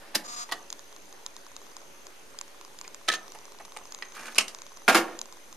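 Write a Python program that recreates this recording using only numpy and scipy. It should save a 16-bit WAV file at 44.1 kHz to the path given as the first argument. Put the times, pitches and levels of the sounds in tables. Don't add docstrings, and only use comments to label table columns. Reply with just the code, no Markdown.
import sys
import numpy as np
from scipy import signal
from scipy.io import wavfile
from scipy.ndimage import uniform_filter1d

SR = 44100
rng = np.random.default_rng(int(sys.argv[2]) if len(sys.argv) > 2 else 0)


def to_wav(sig):
    pcm = np.clip(np.atleast_2d(sig), -1, 1) * 32767
    pcm = np.round(pcm).astype(np.int16)
    wavfile.write(sys.argv[1], SR, pcm.T)


def volts_from_decibels(level):
    exponent = np.asarray(level, float) / 20
    return 10 ** exponent


N = 245195

# (time [s], peak [dB], treble [dB], rise [s], rattle t60 [s])
KEY_KNOCKS = [
    (.002, -45, -9, 0.014, 1),
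    (.142, -27.5, -28, 0.0046, 0.086),
    (.148, -17.5, 7.5, 0.0042, 0.041),
    (.153, -16.5, 6, 0.0016, 0.045),
]
LATCH_KNOCKS = [
    (.489, -37.5, -1.5, 0.0017, 0.11),
    (.514, -45.5, 22, 0.0011, 0.017),
    (.519, -21, 8, 0.0042, 0.043),
    (.54, -33, -5, 0.0034, 0.06),
]
DOOR_KNOCKS = [
    (3.078, -25, -3, 0.0015, 0.046),
    (3.083, -11, 2.5, 0.0031, 0.023),
    (3.0875, -3.5, -2, 0.0025, 0.016),
    (3.099, -7.5, -3, 0.0013, 0.011),
    (3.116, -21, 1, 0.0025, 0.038),
    (3.124, -24.5, 1.5, 0.0013, 0.052),
    (3.137, -22, 1.5, 0.00088, 0.055),
    (3.148, -34, 7, 0.0043, 0.046),
]
GRIP_KNOCKS = [
    (2.843, -38.5, 2, 0.0062, 0.045),
    (4.023, -21.5, -2, 0.00028, 0.027),
    (4.037, -54, -8, .002, 0.026),
]
TOUCH_KNOCKS = [(3.345, -30, -5.5, 0.0075, 0.055), (3.597, -27.5, -9, 0.0087, 0.052),
                (3.65, -45.5, 11, 0.0052, 0.029), (3.7645, -29.5, -8, 0.00058, 0.042),
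                (3.7715, -29, 7, 0.00022, 0.0065)]
TAPE_KNOCKS = [(4.266, -34.5, 0, .002, 0.054), (4.352, -26.5, -3, 0.0068, 0.1),
               (4.362, -22, -9, 0.0028, 0.021), (4.378, -14, -34, 0.0064, 0.11),
               (4.3822, -8, 4, 0.00089, 0.029), (4.392, -21, 1, 0.00122, 0.029),
               (4.406, -19, -2, 0.0024, 0.062), (4.48, -33, 11, 0.003, 0.019),
               (4.486, -39, 0.5, 0.0026, 0.12)]
LID_KNOCKS = [
    (4.8788, -6.5, -8, 0.0011, 0.085),
    (4.884, -6.5, -2.5, 0.0008, 0.056),
    (4.893, -7.5, -4, 0.0029, 0.087),
    (4.902, -26, -10, 0.0048, 0.1),
    (4.92, -17.5, -1.5, 0.0087, 0.13),
    (4.9448, -6.5, -3.5, 0.0025, 0.096),
    (4.953, -12.5, 0, 0.0014, 0.067),
    (4.965, -12.5, -1, 0.0047, 0.14),
    (4.98, -33, -5.5, 0.0044, 0.7),
    (5.07, -40.5, -18, 0.0098, 0.25),
]
# (time [s], peak [dB], treble [dB], rise [s], rattle t60 [s])
GUIDE_CATCHES = [(4.172, -32, -12, .006, 0.072), (4.213, -40, -13, 0.0046, .05),
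                 (4.245, -41, -5, .004, .05), (4.279, -29.5, -10, .003, .08)]
# (time [s], level [dB])
SLIDE_LEVEL = [(4.14, -59), (4.16, -49.5), (4.2, -44.5), (4.29, -53.5), (4.32, -62), (4.335, -57)]

# colour rows (frequency [Hz], gain [dB]), mode rows (frequency [Hz], level [dB], t60 [s]), modes level [dB]
KEY_BODY = [(100, -48), (220, -0.5), (880, -2.5), (1800, -4), (3400, -8.5), (5000, -4), (7000, -11.5),
            (15000, -14)], [(215, -7, 0.14), (314, 8.5, 0.11), (420, 8.5, 0.039), (900, 4, 0.024),
            (1870, 11, 0.026)], -7
LATCH_BODY = [(100, -24), (250, -7), (600, -8.5), (900, 3), (2000, -11), (3500, -9), (7000, -18),
              (15000, -26.5)], [(800, 0, 0.03), (1220, 0, 0.022), (1940, 1, 0.03)], -6
DOOR_BODY = [(100, -58), (260, -8), (500, -16), (1270, -7), (1800, 0), (4200, -4), (8000, -12),
             (15000, -29)], [(730, -1, .016), (1280, 1, .016), (1790, 9, .04), (4030, 0, .013)], -2.5
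GRIP_BODY = [(88, -44), (150, -20), (728, -17), (1160, -9), (2450, 2), (3270, -14), (5100, -9.5),
             (12100, -37), (15000, -66)], [(1970, 0, .02), (2410, 0, 0.02)], -7.5
TOUCH_BODY = [(150, -28), (500, -4.5), (1200, -1), (2300, -2.5), (4000, -13.5), (7000, -10), (9000, -6.5),
              (11500, -14), (14500, -28)], [(893, 0.21, 0.019), (1270, -1.8, 0.013)], -3.1
TAPE_BODY = [(120, -19), (238, -8), (500, -20), (900, -12), (1700, -2.5), (4500, 1), (8750, -4),
             (15000, -20)], [(1318, 0, 0.074), (1576, -4, 0.053), (3080, 19.5, 0.0045), (4600, -15, 0.006),
             (8370, 5, 0.01)], -7.5
LID_BODY = [(140, -67.5), (240, -9.5), (330, -7), (420, -14.5), (800, -8.5), (1410, -9.5), (2430, -10),
            (15000, -26.5)], [(262, -13, 0.056), (345, -12, 0.04), (508, 8, 0.17), (788, 10, 0.068),
            (1010, 0, 0.046), (1436, 10.5, .05), (1700, 5, 0.03), (1857, 14, .06), (2185, 7, .04),
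            (2460, 7, .04), (2715, 1, .04)], -6
GUIDE_BODY = [(88, -69), (150, -48), (238, -9), (416, -18.5), (495, -11.5), (1050, -10), (1230, -4),
              (3400, -15), (8580, -18.5), (15000, -29)], [(1290, 5, 0.024), (1733, 5, 0.042),
              (2450, 3, .025), (2850, -2, 0.018)], -9.5
# time [s], frequency [Hz], level [dB], rise [s], t60 [s]
DOOR_SPRING = (3.144, 6310, -30, .01, .13)
# (time [s], frequency [Hz], level [dB], rise [s], t60 [s])
PANEL_RINGS = [(3.084, 1287, -9, 0.0068, 0.039), (3.084, 1975, -14, 0.0037, .03),
               (3.084, 736, -15, 0.0041, 0.023), (3.098, 1290, -18, 0.0036, 0.024),
               (3.098, 1770, -19, .003, .04), (4.9, 800, -13, 0.0039, .05),
               (4.947, 337.4, -11.5, 0.01, 0.089), (5.068, 327, -34, 0.019, 0.088)]

# (frequency [Hz], level [dB], t60 [s], right port phase lead [turns])
LENS_MODES = [(2470, -0.5, 0.0045, 0.2), (3830, 5, 0.0044, 0.14), (5160, 13.5, 0.0027, 0.28),
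              (6650, 14, 0.0033, 0.15), (7450, 1.5, 0.018, 0.3), (8960, 9, 0.0018, 0.36),
              (12100, -5.5, 0.0071, 0.2)]
# frequency [Hz], t60 [s], gain [dB]
HOUSING_THUMP = (1043, 0.012, 5.85)
# (start [s], end [s], step period [fields], peak [dB])
FOCUS_HUNTS = [(1.4665, 1.83, 3, -37), (2.346, 3.9, 4, -45), (3.4543, 4.13, 4, -32), (4.7195, 4.83, 3, -38),
               (5.2875, 5.4, 5, -42)]
# (time [s], peak [dB])
REVERSALS = [(0.7274, -17), (2.4127, -16.5), (2.813, -22), (3.9474, -20), (5.215, -15.5)]
# (time [s], peak [dB])
SINGLE_STEPS = [(0.7933, -28.5), (.927, -35), (0.9638, -31), (1.1267, -31), (1.2633, -16.5),
                (1.3654, -25.5), (1.4658, -35), (1.5651, -23), (1.767, -24.5), (2.0684, -26.5),
                (2.48, -36.5), (2.612, -29.5), (2.6494, -29.5), (2.8434, -35), (2.8785, -24.5),
                (2.946, -22.5), (3.2805, -31), (3.3207, -27.5), (3.3882, -31), (3.6511, -31),
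                (4.3475, -25.5), (4.548, -21), (4.5875, -30.5), (4.6192, -23.5), (4.666, -30),
                (4.7724, -30), (5.194, -32), (5.2572, -30), (5.3252, -29), (5.5274, -28)]
# (time [s], level [dB])
BUZZ_LEVEL = [(.24, -55), (.265, -47.5), (.35, -45), (.415, -43), (.438, -44.5), (.446, -56), (.485, -66)]
# (time [s], level change [dB])
BUZZ_FALTERS = [
    (.274, -12),
    (.315, -2),
    (.358, -8),
]
# (frequency [Hz], gain [dB])
BUZZ_COLOUR = [(400, -18.5), (720, -1.5), (830, -22), (930, -2), (1200, 8), (1400, -1.5), (3100, -11.5),
               (3600, -4.5), (4500, -1.5), (5000, 4), (5800, -6.5), (6700, 5), (7700, -1), (8100, -8.5),
               (13000, -20)]
# (time [s], level [dB], centre frequency [Hz])
WHINE_TRACK = [(0.47, -51.5, 6230), (1.58, -51.5, 6340), (1.83, -50.5, 6270), (2.37, -57, 6300),
               (3.12, -53, 6300), (3.25, -48.5, 5970), (3.57, -53, 6120), (4.01, -45.5, 6400),
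               (4.4, -50, 6260), (4.6, -48, 6130), (5.56, -52, 6250)]

# (frequency [Hz], t60 [s])
ROOM_T60 = [(200, 0.52), (500, 0.67), (1200, 0.35), (2500, 0.22), (5000, 0.18), (10000, 0.2)]
# (frequency [Hz], level [dB])
HISS_COLOUR = [(12, -11), (20, -4), (32, -16.5), (98, -24.5), (416, -11.5), (746, -15), (906, -13.5),
               (1230, -17.5), (1380, -16.5), (1540, -17.5), (3750, -21.5), (6360, -23.5), (7310, -24),
               (12400, -27), (15500, -30.5)]
# (frequency [Hz], left-right likeness [0..1])
HISS_LIKENESS = [(60, 0.055), (300, 0.51), (1400, 0.038), (6000, 0.38), (15000, .2)]
# (frequency [Hz], level [dB])
HUM_TONES = [(375, -73), (416, -73.5), (562, -69.5), (1190, -77.5)]
# (frequency [Hz], gain [dB])
TREBLE_ROLLOFF = [(0, -1), (13000, -3), (13700, -7.5), (14200, -12.5), (15200, -24), (15900, -35), (16600, -80)]


def evened(x):
    return x / np.sqrt(np.mean(x ** 2) + 1e-20)


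def read(points, hz):
    f, value = np.transpose(points)
    return np.interp(np.log(hz + 1), np.log(f + 1), value)


def add(mix, s, sound):
    part = mix[..., round(s * SR):][..., :sound.shape[-1]]
    part += sound[..., :part.shape[-1]]


def curve(rows):
    s, *columns = np.transpose(rows)
    t = np.arange(N) / SR
    on = uniform_filter1d(1. * ((t > s[0]) & (t < s[-1])), size=400)
    return (*(np.interp(t, s, c) for c in columns), on)


def ring(hz, db, t60, turns=0, size=8192):
    t, max_cycles = np.arange(size) / SR, 70
    decay_db = -60 * t / np.clip(t60, .002, max_cycles / hz)
    return volts_from_decibels(db + decay_db) * np.sin(2 * np.pi * (hz * t + turns))


def causal(points):
    log_gain = np.log(volts_from_decibels(read(points, abs(np.fft.fftfreq(4096, 1 / SR)))))
    return np.fft.ifft(np.exp(np.conj(signal.hilbert(log_gain)))).real[:2048]


def split(x, treble_db, hz=3200):
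    low = signal.sosfilt(signal.butter(2, hz, fs=SR, output="sos"), x)
    return low + volts_from_decibels(treble_db) * (x - low)


def highpass(x, order, hz):
    return signal.sosfilt(signal.butter(order, hz, "high", fs=SR, output="sos"), x)


def knocks(rows, grain_db=2.5):
    force, t = np.zeros(N), np.arange(9000) / SR
    for s, db, treble_db, rise_s, t60 in rows:
        grain = rng.exponential(1, len(t)).clip(0, 4)
        contacts = rng.standard_normal(len(t)) * volts_from_decibels(grain_db * grain)
        attack = np.minimum(t / max(rise_s, 1e-4), 1)
        shape = attack * volts_from_decibels(db - 2.0 - 60 * t / max(t60, .005))
        add(force, s, split(evened(contacts) * shape, treble_db))
    return force


def body(force, colour, modes, modes_db):
    response = sum(ring(*mode) for mode in modes)
    response = volts_from_decibels(modes_db) * response / np.linalg.norm(response)
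    thud = causal(colour)
    add(response, 0, thud / np.linalg.norm(thud))
    return signal.oaconvolve(force, response)[:N]


def slide():
    level_db, on = curve(SLIDE_LEVEL)
    treble_db = -7.5 - 0.47 * (level_db + 41)
    clumps = evened(uniform_filter1d(rng.standard_normal(N), size=420))
    grain_db = 2.5 * rng.exponential(1, N).clip(0, 4) + 4 * clumps
    grains = evened(rng.standard_normal(N) * volts_from_decibels(grain_db))
    low = split(grains, -60.0)
    return on * volts_from_decibels(level_db + 7.0) * (low + volts_from_decibels(treble_db + 4) * (grains - low))


def door_spring():
    s, hz, db, rise_s, t60 = DOOR_SPRING
    t, out = np.arange(8192) / SR, np.zeros(N)
    beat = np.cos(np.pi * 15 * (t - rise_s))
    envelope = volts_from_decibels(db - 60 * t / t60) * np.minimum(t / rise_s, 1)
    add(out, s, envelope * np.sin(2 * np.pi * hz * t) * beat)
    return out


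def panel_rings():
    t, out = np.arange(8192) / SR, np.zeros(N)
    for s, hz, db, rise_s, t60 in PANEL_RINGS:
        add(out, s, ring(hz, db, t60) * np.minimum(t / rise_s, 1))
    return out


def sparse_tail(points, first):
    taps = np.zeros((2, SR // 2))
    slots = np.arange(first, SR // 2 - 20, 20)
    at = slots + rng.integers(0, 20, (2, len(slots)))
    np.put_along_axis(taps, at, rng.choice([-1., 1.], at.shape), 1)
    hz, t, z = signal.stft(taps, SR, nperseg=128)
    decay = volts_from_decibels(-60 * t / read(points, hz)[:, None])
    tail = signal.istft(z * decay, SR, nperseg=128)[1]
    return tail / np.linalg.norm(tail[0])


def in_room(dry):
    scatter_taps = sparse_tail([(500, 0.088), (8000, 0.016)], first=1)[0, :2000]
    scatter = signal.oaconvolve(highpass(dry, 2, 5000.0), scatter_taps)[:N]
    far = signal.fftconvolve(dry[None], sparse_tail(ROOM_T60, first=200), axes=1)[:, :N]
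    shared = far.mean(0)
    return dry + volts_from_decibels(-0.5) * scatter * [[1], [-1]] + volts_from_decibels(-12) * shared + volts_from_decibels(-17.5) * far


def deck():
    parts = [(KEY_KNOCKS, KEY_BODY), (LATCH_KNOCKS, LATCH_BODY), (DOOR_KNOCKS, DOOR_BODY),
             (GRIP_KNOCKS, GRIP_BODY), (TOUCH_KNOCKS, TOUCH_BODY), (TAPE_KNOCKS, TAPE_BODY),
             (LID_KNOCKS, LID_BODY)]
    mix = sum(in_room(body(knocks(rows), *part)) for rows, part in parts)
    guides = body(slide() + knocks(GUIDE_CATCHES), *GUIDE_BODY)
    mix += in_room(guides + door_spring() + panel_rings())
    mix = highpass(mix, 5, 170)
    return mix * volts_from_decibels([[-.7], [.7]])


def motor_steps():
    field_s = 1 / 59.94
    rows = []
    for start, end, fields, db in FOCUS_HUNTS:
        rows += [(s, db - 0.8, 0) for s in np.arange(start, end, fields * field_s)]
    spread_db = 3.0 * rng.uniform(-1, 1, (len(rows), 3)) * [0, 1, 1]
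    rows = list(rows + spread_db)
    lead_s, rattle_s, slack_db, slack_thump_db = .0248, .0006, -7.0, -5
    for s, db in REVERSALS:
        rows += [(s - lead_s + k * rattle_s, db + slack_db - k, slack_thump_db) for k in range(3)]
    return rows + [(s, db, 0) for s, db in REVERSALS + SINGLE_STEPS]


def lens_snap():
    size = 900
    detune, spot_db = rng.uniform(-1, 1, (2, len(LENS_MODES))) * [[.05], [4]]
    snap = np.zeros((2, size))
    for side in (0, 1):
        for k, (hz, db, t60, turns) in enumerate(LENS_MODES):
            mode = ring(hz * (1 + detune[k]), db + spot_db[k], min(t60, .006), side * turns, size=size)
            snap[side] += (-1) ** k * mode
    snap *= np.sin(np.pi / 2 * np.minimum(np.arange(size) / 24, 1)) ** 2
    return snap / abs(snap).max()


def lens(count=4):
    steps, thumps, rows = np.zeros((count, N)), np.zeros(N), motor_steps()
    for (s, db, change_db), (late, spot) in zip(rows, rng.random((len(rows), 2))):
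        bounce = np.r_[1, np.zeros(int(3 + 30 * late)), .35]
        add(steps[int(count * spot)], s, volts_from_decibels(db + 2.5) * bounce)
        thump_db = -44.5 + change_db + 0.52 * max(db + 32.5, 0)
        add(thumps, s, volts_from_decibels(np.array([thump_db])))
    hz, t60, gain_db = HOUSING_THUMP
    thump = ring(hz, gain_db, t60, size=900) * np.minimum(np.arange(900) / 20.0, 1)
    out = signal.oaconvolve(thumps, thump)[:N] * volts_from_decibels([[-1.0], [1.0]])
    for train in steps:
        out += signal.oaconvolve(train[None], lens_snap(), axes=1)[:, :N]
    return out


def buzz():
    tooth_hz, falter_s = 239.5, 0.0043
    level_db, on = curve(BUZZ_LEVEL)
    t = np.arange(N) / SR
    for s, db in BUZZ_FALTERS:
        level_db = level_db + db * np.exp(-((t - s) / falter_s) ** 2)
    teeth = np.arange(int(N * tooth_hz / SR) - 1)
    at = ((teeth + .17) * SR / tooth_hz).astype(int)
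    at += rng.integers(0, 3, len(at))
    drive = .05 * rng.standard_normal((2, N))
    drive[0, at] += 1.2
    drive[1, at + 14 + rng.integers(0, 3, len(at))] += 1
    coloured = signal.oaconvolve(drive, causal(BUZZ_COLOUR)[None], axes=1)[:, :N]
    return on * volts_from_decibels(level_db + 9.0) * evened(coloured)


def whine(width_hz=420):
    drive_hz = 28.05
    level_db, hz, on = curve(WHINE_TRACK)
    turn = np.exp(2j * np.pi * np.cumsum(hz) / SR)
    r = np.exp(-np.pi * width_hz / SR)
    common, own = rng.standard_normal(N), rng.standard_normal((2, N))
    cycle = 2 * np.pi * drive_hz * np.arange(N) / SR
    strong = 3.2 * np.exp(14 * (np.cos(cycle - 3.8) - 1))
    weak = 1.4 * np.exp(14 * (np.cos(cycle - .1) - 1))
    tone = .16 * np.cos(221 * cycle)
    force = (1 + strong + weak) * (0.85 * common + own + tone)
    slow = signal.lfilter([1], [1, -2 * r, r * r], force / turn)
    return on * volts_from_decibels(level_db - 8.0) * evened((turn * slow).real)


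def hiss():
    frames, hz = N // 256 + 5, np.fft.rfftfreq(1024, 1 / SR)
    a, b, c, d, patches = rng.standard_normal((frames, 513, 5)).T
    patches = uniform_filter1d(patches, size=12, axis=0)
    patches = evened(uniform_filter1d(patches, size=14, axis=1))
    same = np.clip(read(HISS_LIKENESS, hz), -1, 1)[:, None]
    left = a + 1j * b
    right = same * left + np.sqrt(1 - same ** 2) * (c + 1j * d)
    z = np.array([left, right]) * volts_from_decibels(read(HISS_COLOUR, hz)[:, None] + 1.4 * patches)
    return volts_from_decibels(-50.5) * evened(signal.istft(z, nperseg=1024, noverlap=768)[1][:, :N])


def hum():
    t, out = np.arange(N) / SR, np.zeros(N)
    for hz, db in HUM_TONES:
        waver_db = 3.6 * evened(uniform_filter1d(rng.standard_normal(N), size=9000))
        out += np.sqrt(2) * volts_from_decibels(db + waver_db) * np.sin(2 * np.pi * hz * t)
    return out


def scene():
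    return deck() + lens() + buzz() + whine() + hiss() + hum()


def gate(x, floor_db=-96.0, from_hz=7000):
    hz, _, z = signal.stft(x, SR, nperseg=1024, noverlap=512)
    power = uniform_filter1d((abs(z) ** 2).mean(0), size=5, axis=0)
    keep = (power > volts_from_decibels(2 * floor_db)) | (hz < from_hz)[:, None]
    return signal.istft(z * keep, SR, nperseg=1024, noverlap=512)[1][:, :N]


def top_cut(x):
    return signal.sosfilt(signal.butter(12, 16640, fs=SR, output="sos"), x)


def record(dry):
    dip_hz, dip_q, offset = 7920, 22.0, .00275
    wet = signal.lfilter(*signal.iirnotch(dip_hz, dip_q, SR), np.tanh(dry))
    hz = np.fft.rfftfreq(512, 1 / SR)
    top = signal.firwin2(511, hz, volts_from_decibels(np.interp(hz, *np.transpose(TREBLE_ROLLOFF))), fs=SR)
    mix = gate(signal.oaconvolve(wet, top[None], "same")) + offset
    return top_cut(mix)


dry = scene()
out = record(dry)
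to_wav(out)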